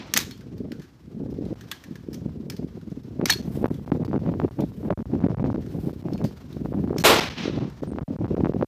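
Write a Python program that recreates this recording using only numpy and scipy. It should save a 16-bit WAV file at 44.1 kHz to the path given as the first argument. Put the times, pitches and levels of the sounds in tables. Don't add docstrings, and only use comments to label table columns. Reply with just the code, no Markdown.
import sys
import numpy as np
from scipy import signal
from scipy.fft import rfft, irfft, next_fast_len
from scipy.io import wavfile
from scipy.ndimage import uniform_filter1d

SR = 44100
rng = np.random.default_rng(int(sys.argv[2]) if len(sys.argv) > 2 else 0)


def digitize_waveform(pressure):
    field = np.atleast_2d(pressure).T
    bounded = np.clip(field, -1, 1)
    quanta = np.round(bounded * 32767).astype(np.int16)
    wavfile.write(sys.argv[1], SR, quanta)


N = 382347

# t/s, level/dB
BUFFETING = [(0.0, -33.5), (0.07, -54), (0.17, -31), (0.34, -44.5), (0.58, -32.5), (0.75, -36), (0.92, -55),
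             (1.21, -32), (1.52, -33), (1.62, -47.5), (1.66, -36), (1.81, -55.5), (1.91, -39.5),
             (2.03, -48), (2.1, -35), (2.56, -35.5), (2.63, -35.5), (2.7, -39.5), (3.16, -36.5),
             (3.24, -25), (3.28, -33.5), (3.52, -31.5), (3.62, -23.5), (3.79, -37.5), (3.94, -26),
             (4.1, -28), (4.15, -21), (4.2, -33), (4.27, -23), (4.39, -32), (4.44, -22), (4.56, -50),
             (4.59, -23), (4.73, -38), (4.92, -26), (4.95, -28), (5.02, -27), (5.05, -40), (5.14, -26.5),
             (5.55, -23), (5.7, -35.5), (5.77, -26), (5.82, -35.5), (5.87, -25.5), (5.99, -45),
             (6.06, -24.5), (6.18, -31), (6.23, -22), (6.37, -45.5), (6.73, -25), (7.15, -29),
             (7.39, -42.5), (7.46, -34), (7.63, -26), (7.73, -44), (7.9, -28), (8.04, -29.5), (8.43, -24),
             (8.65, -30.5), (8.67, -60)]
# t/s, length/s
PINNINGS = [(1.5445, 0.0115), (3.203, 0.0065), (3.6692, 0.011), (3.6876, 0.0145), (3.8493, 0.0115),
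            (3.9031, 0.014), (4.0363, 0.0115), (4.0678, 0.011), (4.1795, 0.0115), (4.4913, 0.018),
            (4.8909, 0.01), (4.9348, 0.0404), (5.0276, 0.0279), (5.1937, 0.0095), (5.2171, .0065),
            (5.232, .0045), (5.271, 0.0135), (5.3478, 0.022), (5.3863, 0.01), (5.4287, 0.0125),
            (5.5304, 0.0125), (6.0153, .007), (6.0298, 0.01), (6.7302, .007), (6.8975, 0.006),
            (6.9345, 0.006), (7.027, 0.012), (7.9065, 0.009), (7.9938, 0.0155), (8.0327, 0.0469),
            (8.1649, 0.0185), (8.2682, 0.0115), (8.351, 0.0145), (8.5226, 0.0125), (8.6463, 0.0269)]
# f/Hz, level/dB
DULL_SPECTRUM = [(500, 1), (1000, -1), (2500, -8.5), (5500, -11), (7500, -20), (11000, -40.5)]
BRIGHT_SPECTRUM = [(5000, -26.5), (7500, -1), (10000, -0.5), (14000, 5), (16000, -1)]
CRACK_SPECTRUM = [(500, -11.5), (1200, -3.5), (1900, -2.5), (3000, -2.5), (6200, -4.5), (7600, -13.5),
                  (10000, -21)]
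LEAD_SAMPLES = 600


def wind():
    # f/Hz, level/dB
    body_spectrum = [(60, -35), (110, -1), (160, 0.5), (240, -1.5), (330, -7), (470, -15), (700, -35.5),
                     (1200, -68.5)]
    edge_spectrum = [(300, -31.5), (550, 9.5), (800, -0.5), (1300, -18), (2500, -24), (4000, -35.5),
                     (9000, -56)]
    deep_spectrum = [(20, -26), (40, -6.5), (60, 4), (100, -2.5), (160, -11), (250, -39)]
    slow_db, = curves(BUFFETING, np.arange(N) / SR)
    level_db = slow_db + 0.5 + flicker(9, N)
    lumps = flicker(45, N)
    body = unit_rms(noise(body_spectrum, N) * gain(4.46 * lumps))
    edge = unit_rms(noise(edge_spectrum, N) * gain(5.9 * lumps + 2.5 * flicker(200, N)))
    edge_db = -21.5 + 0.83 * (level_db + 31)
    deep = gain(uniform_filter1d(slow_db, size=9000) + 0.5) * noise(deep_spectrum, N)
    return gain(level_db) * (body + gain(edge_db) * edge) + deep + gust_hits(slow_db)


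def gust_hits(wind_db):
    # t/s, level/dB, f/Hz
    eddies = [(0.6061, -18, 268), (0.7267, -18, 248), (1.2191, -20.5, 264), (1.3886, -16.5, 304),
              (1.4108, -16, 235), (1.5281, -18, 349), (1.9117, -21.5, 203), (2.0875, -17, 274),
              (2.6456, -15, 206.5), (2.9755, -19.5, 230), (3.1961, -13.5, 319), (3.2287, -10, 260),
              (3.5745, -15, 322), (3.6431, -5, 397), (3.9213, -5.5, 250), (4.1435, -10, 309),
              (4.164, -17, 304), (4.4486, -6.5, 270), (4.6082, -19, 227), (4.853, -19.5, 263),
              (4.9049, -10, 350), (4.9249, -15.5, 285), (5.1538, -15, 236), (5.2434, -11.5, 297),
              (5.2646, -9, 308), (5.4421, -9.5, 290), (5.5604, -16, 302), (5.873, -12, 227),
              (6.2286, -15, 228), (6.9094, -9.5, 322), (6.9619, -12.5, 328), (7.4576, -13.5, 288),
              (7.4806, -10.5, 347), (7.4989, -15, 304), (7.834, -16, 347), (8.185, -15.5, 246),
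              (8.2454, -16.5, 244), (8.3151, -15, 307), (8.3447, -10.5, 300), (8.381, -12.5, 407),
              (8.4375, -4, 216), (8.459, -7, 213), (8.4962, -8.5, 342), (8.5467, -12, 295),
              (8.6098, -15, 223), (8.6297, -6, 382)]
    # t/s, level/dB, relative treble/dB
    jolts = [(3.214, -31.5, -9.5), (3.6444, -22, -18), (3.6583, -23, -13), (3.8779, -33, -26),
             (3.9189, -27.5, -9), (3.9237, -27, -32), (4.1133, -29.5, -17), (4.1318, -25.5, -20),
             (4.1416, -25.5, -31), (4.1525, -30.5, -28), (4.2634, -34, -14), (4.3395, -32, -18),
             (4.4, -25.5, -12), (4.4177, -28, -20), (4.906, -22.5, -12.5), (4.9262, -26, -31),
             (5.1529, -35, -16), (5.2424, -30.5, -9.5), (5.2646, -34, -13), (5.4424, -32.5, -13.5),
             (5.4605, -32, -19), (5.502, -24, -40), (5.5595, -34, -15), (6.2156, -36, -18),
             (6.6587, -29, -34), (6.7444, -33, -26), (6.931, -28, -28), (6.9645, -28, -28),
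             (7.455, -34, -10), (7.8356, -30, -32), (7.986, -28.5, -11.5), (8.189, -42.5, -24),
             (8.2456, -31.5, -15), (8.385, -37, -34), (8.4467, -26.5, -15.5), (8.4578, -26, -14),
             (8.4698, -26, -22), (8.5372, -37, -12.5), (8.613, -28, -16), (8.6257, -21.5, -15.5)]
    out = np.zeros(N)
    lead_s = LEAD_SAMPLES / SR
    for (s, db, hz), phase in zip(eddies, rng.random(len(eddies))):
        add(out, s - lead_s, eddy(db, hz, phase))
    for (s, db, treble_db), sign in zip(jolts, rng.choice([-1, 1], len(jolts))):
        add(out, s - lead_s, jolt(db, sign, treble_db))
    for (s, length_s), (enter, leave) in zip(PINNINGS, rng.standard_normal((len(PINNINGS), 2))):
        snap_db = wind_db[round(s * SR)] - 14.5
        sign = np.sign(enter)
        add(out, s - 0.001 - lead_s, jolt(snap_db + 3 * enter, sign, treble_db=-17.5))
        add(out, s + length_s + 0.001 - lead_s, jolt(snap_db + 3 * leave, -sign, treble_db=-17.5))
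    for s, db, spread in gust_events(base_per_s=12):
        add(out, s, eddy(db + 10, hz=260 * (1 + 0.2 * spread), phase_cycles=3 * spread))
    for s, db, spread in gust_events(base_per_s=13):
        add(out, s, jolt(db - 15 + 3 * abs(spread), np.sign(spread), treble_db=-16))
    return out


def eddy(db, hz, phase_cycles):
    t = np.arange(-LEAD_SAMPLES, 900) / SR
    return gain(db) * np.cos(2 * np.pi * (hz * t + phase_cycles)) * np.exp(-(hz * t / 0.45) ** 2)


def jolt(db, sign, treble_db):
    t = np.arange(-LEAD_SAMPLES, 900) / SR
    push = np.exp(-(t / 0.00034) ** 2)
    tip = 2.38 * gain(treble_db) * np.exp(1 - np.hypot(t, 6e-5) / 1e-4)
    knock_hz = 1900 * rng.uniform(0.59, 1.357)
    knock = gain(-22) * (t > 0) * np.exp(-abs(t) / 0.00053) * np.sin(2 * np.pi * knock_hz * t)
    return sign * gain(db + 10.5) * (push + tip + knock)


def gust_events(base_per_s):
    base_db, gustiness = -27.5, 1.6
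    position, chance, spread = rng.random((3, 400))
    s = position * N / SR
    wind_db, = curves(BUFFETING, s)
    per_s = base_per_s * gain(gustiness * (wind_db - base_db))
    kept = chance < per_s * N / SR / len(s)
    return np.transpose([s, wind_db, (spread - 0.5) * np.sqrt(12)])[kept]


def blast_front(db, width_s):
    u = np.arange(400) / SR / width_s
    return -gain(db) * (1 - u) * np.exp(-u)


def roar(db):
    # f/Hz, level/dB
    bass = [(120, -26), (250, -6), (390, 3.5), (600, -2), (900, 0), (1400, -4.5), (2200, -30)]
    middle = [(900, -33), (1500, -3), (2200, 1), (4000, -2.5), (6200, -11.5), (7800, -36), (10000, -37)]
    treble = [(4500, -22), (6800, 4.5), (9300, -2.5), (13800, -0.5), (16000, -8)]
    # level/dB, hold/s, fall/(dB/s), then the same for the far returns
    bands = [(0.5, 0.043, 162, -29.5, 0.067, 57.5), (-10, .11, 151, -33.5, .05, 115.5),
             (-0.5, 0.015, 113.5, -24, 0.068, 153), (-6.5, 0.011, 188, -55, .05, 120.5)]
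    returns = ((0.31, 0), (0.49, -16.5))  # delay/s, level/dB
    t = np.arange(0, 0.85, 1 / SR)
    out = np.zeros(len(t))
    for spectrum, band in zip((bass, DULL_SPECTRUM, middle, treble), bands):
        near = swell(t, *band[:3], rise_s=0.016)
        far = sum(gain(echo_db) * swell(t - s, *band[3:], rise_s=0.032) for s, echo_db in returns)
        out += np.hypot(near, far) * noise(spectrum, len(t))
    arrivals_db = 1.2 * flicker(44, len(t))
    fade = np.minimum(1, (t[-1] - t) / 0.17)
    return gain(db + arrivals_db) * out * fade


def clack(db, part_hz, t60_s, ring_db):
    # f/Hz, level/dB, t60/s
    modes = [(1660, -8.5, 0.16), (1800, -6.5, 0.073), (2320, -9.5, 0.1), (3430, -3.5, 0.043),
             (3820, -2.5, 0.039), (4320, -6.5, 0.16), (4870, -14.5, 0.082), (5420, 4, 0.023),
             (6500, -18.5, .08), (8310, -22, .1), (11700, -17.5, 0.087), (13610, -12, .1)]
    t = np.arange(9000) / SR
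    part = noise([(part_hz / 1.45, -25), (part_hz, 0), (part_hz * 1.45, -25)], len(t))
    body = unit_rms(noise(CRACK_SPECTRUM, len(t)) + 0.91 * part)
    treble_db = -10 + 3.5 * np.log2(part_hz / 3000)
    treble = gain(treble_db) * noise(BRIGHT_SPECTRUM, len(t))
    crack = (body + treble) * gain(-60 * t / t60_s)
    scatter = body * gain(-60 * t / 0.35) + treble * gain(-60 * t / 0.27)
    scatter *= 1 - np.exp(-t / 0.0012)
    scatter_db = -32.5 - 0.35 * db
    hz, mode_db, mode_t60_s = np.transpose(modes)[:, :, None]
    mode_db = mode_db - 20 * abs(np.log2(hz / part_hz)) + 5 * rng.standard_normal(hz.shape)
    rattle_db = 4.7 * flicker(70, len(t) * len(modes)).reshape(len(modes), -1)
    tones = np.sin(2 * np.pi * (hz * t + rng.random(hz.shape)))
    ring = (gain(mode_db + rattle_db - 60 * t / mode_t60_s) * tones).sum(0)
    attack = 1 - np.exp(-(t / 0.00074) ** 2)
    return gain(db) * (crack + gain(scatter_db) * scatter + gain(ring_db) * ring) * attack


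def scrape(length_s, db):
    t = np.arange(0, length_s, 1 / SR)
    ramp_db = 24.6 * (t / length_s - 0.5)
    return gain(db + ramp_db + 0.9 * flicker(300, len(t))) * noise(CRACK_SPECTRUM, len(t))


def rustle():
    # t/s, dull/dB, bright/dB
    levels = [(0.0, -53.5, -84), (0.22, -61, -68), (0.38, -63.5, -86), (1.2, -66, -82.5), (1.45, -61, -79),
              (1.76, -58.5, -72), (2.0, -64.5, -79.5), (3.19, -63.5, -80), (3.4, -67, -74),
              (3.55, -54, -56.5), (3.72, -60.5, -67), (4.1, -62, -77), (4.85, -62, -68.5),
              (5.4, -61.5, -84), (5.84, -57, -60), (5.96, -60, -70), (6.5, -59, -74), (6.7, -62.5, -70),
              (6.93, -62, -73.5), (7.63, -60.5, -79.5), (8.67, -61.5, -74.5)]
    dull_db, bright_db = curves(levels, np.arange(N) / SR)
    waver_db = 2.2 * flicker(27, N)
    dull = gain(dull_db + waver_db + 2.5) * noise(DULL_SPECTRUM, N)
    return dull + gain(bright_db + waver_db) * noise(BRIGHT_SPECTRUM, N)


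def peep(length_s, hz, db):
    t = np.arange(0, length_s, 1 / SR)
    return gain(db) * np.sin(2 * np.pi * hz * t) * np.hanning(len(t))


def gain(db):
    return 10 ** (np.asarray(db) / 20)


def unit_rms(x):
    return x / np.sqrt(np.mean(x ** 2) + 1e-20)


def add(mix, s, sound):
    at = round(s * SR)
    sound = sound[max(-at, 0):]
    part = mix[max(at, 0):][:len(sound)]
    part += sound[:len(part)]


def noise(spectrum, size):
    f, db = np.transpose(spectrum)
    fft_size = next_fast_len(size)
    hz = np.fft.rfftfreq(fft_size, 1 / SR)
    colour = gain(np.interp(np.log(hz + 1), np.log(f), db, right=-120))
    return unit_rms(irfft(rfft(rng.standard_normal(fft_size)) * colour, fft_size)[:size])


def flicker(top_hz, size):
    return noise([(1, 0), (top_hz, 0), (2 * top_hz, -30)], size)


def curves(rows, t):
    s, *columns = np.transpose(rows)
    return [np.interp(t, s, column) for column in columns]


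def swell(t, db, hold_s, fall_db_per_s, rise_s):
    return np.clip(t / rise_s, 0, 1) * gain(db - fall_db_per_s * np.maximum(t - rise_s - hold_s, 0))


def scene():
    # t/s, level/dB, part f/Hz, crack t60/s, relative ring/dB
    clacks = [(0.1375, -7, 5840, 0.015, -20), (0.1625, -11, 1760, 0.016, -16.5),
              (0.1658, -15, 2460, 0.018, -17), (0.167, -13, 1960, 0.022, -14),
              (0.1732, -4.5, 6540, 0.018, -19), (.175, -13.5, 3920, 0.0068, -23),
              (.189, -15, 5130, 0.013, -21.5), (.201, -28.5, 3800, 0.11, -20),
              (0.3098, -31, 3280, 0.012, -7), (0.3757, -50, 4960, 0.02, -19), (0.408, -48, 1540, 0.035, -9),
              (0.5793, -50.5, 4550, 0.024, -13), (0.7182, -33, 1500, 0.017, -13.5),
              (.796, -47, 1790, 0.019, -16), (0.817, -53, 1610, 0.21, -3), (1.3, -63, 5350, .2, -16),
              (1.4523, -49, 4000, .016, -21), (1.609, -42.5, 1730, 0.046, -25),
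              (1.686, -47, 1650, 0.02, -12), (1.714, -21.5, 3230, 0.023, -21),
              (1.721, -30.5, 1870, 0.02, -13), (1.838, -38.5, 1750, 0.027, -6),
              (1.955, -41.5, 1660, .03, -19), (2.13, -45, 5260, 0.057, -17), (2.142, -37, 5950, .022, -16),
              (2.499, -27.5, 5160, 0.024, -20), (2.52, -46, 1640, .04, -7),
              (2.5648, -43.5, 4600, 0.032, -14), (2.812, -51, 1480, .018, -17), (2.9, -57, 6150, 0.016, -9),
              (3.034, -59, 5300, 0.015, -5), (3.256, -10, 5300, 0.014, -16), (3.26, -25, 2200, 0.026, -9.5),
              (3.2975, -13, 1730, 0.019, -5), (3.301, -8, 5940, .025, -3.5), (3.309, -23.5, 4340, .03, 7),
              (3.323, -19.5, 3400, 0.03, -12), (3.3344, -21.5, 4320, .015, -8),
              (3.741, -43.5, 3340, 0.024, -18), (4.049, -40.5, 4620, 0.012, -13),
              (4.605, -38.5, 3550, 0.028, -16), (5.662, -46, 1490, 0.02, -18), (6.133, -45, 4900, 0.023, 1),
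              (6.1772, -42, 2500, 0.016, -2), (6.24, -44, 4800, 0.17, -20), (6.527, -44, 3820, .017, -18.5),
              (6.983, -24, 5700, .016, -7), (6.9978, -38, 5900, 0.17, -9), (7.699, -44, 1750, 0.016, -10),
              (7.8284, -50, 1770, .06, -24)]
    # start/s, end/s, midpoint level/dB
    scrapes = [(3.274, 3.306, -30), (6.963, 6.987, -47.5)]
    # t/s, level/dB, width/s
    fronts = [(7.0397, -4, .0004), (7.0409, -6, .00025), (7.0433, -4, .0005), (7.0445, -7, .0003)]
    # t/s, level/dB
    shots = [(-.42, -19.5), (7.04, -13)]
    # t/s, length/s, f/Hz, level/dB
    peeps = [(7.86, 0.053, 8750, -59), (7.899, 0.028, 8640, -53)]
    mix = wind() + rustle()
    for s, *row in clacks:
        add(mix, s, clack(*row))
    for s, end_s, db in scrapes:
        add(mix, s, scrape(end_s - s, db))
    for s, db, width_s in fronts:
        add(mix, s, blast_front(db, width_s))
    for s, db in shots:
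        add(mix, s, roar(db))
    for s, *row in peeps:
        add(mix, s, peep(*row))
    return mix[None]


def record(dry):
    port_hz, low_cut_hz, coupling_hz, high_cut_hz, ceiling = 4020, 120, 38, 15100, 0.56
    brief_pinnings = [(s, 0.005 * (1 + 0.28 * spread)) for s, _, spread in gust_events(base_per_s=3.5)]
    free = np.ones(N)
    for s, length_s in PINNINGS + brief_pinnings:
        free[round(s * SR):round((s + length_s) * SR)] = 0
    swing_slope = 25 * flicker(4.5, N) / SR
    slope = np.diff(dry[0], prepend=0) + swing_slope
    diaphragm = np.cumsum(slope * uniform_filter1d(free, size=9))
    voltage = diaphragm + 0.077 * signal.lfilter(*signal.iirpeak(port_hz, Q=25, fs=SR), diaphragm)
    for hz in (low_cut_hz, coupling_hz):
        voltage = signal.sosfilt(signal.butter(2, hz, "high", fs=SR, output="sos"), voltage)
    clipped = ceiling * np.tanh(voltage / ceiling)
    self_noise = gain(-76.5) * rng.standard_normal(N)
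    high_cut = signal.firwin(255, high_cut_hz, window=("kaiser", 8), fs=SR)
    return signal.oaconvolve(clipped + self_noise, high_cut, "same")[None]


dry = scene()
out = record(dry)
digitize_waveform(out)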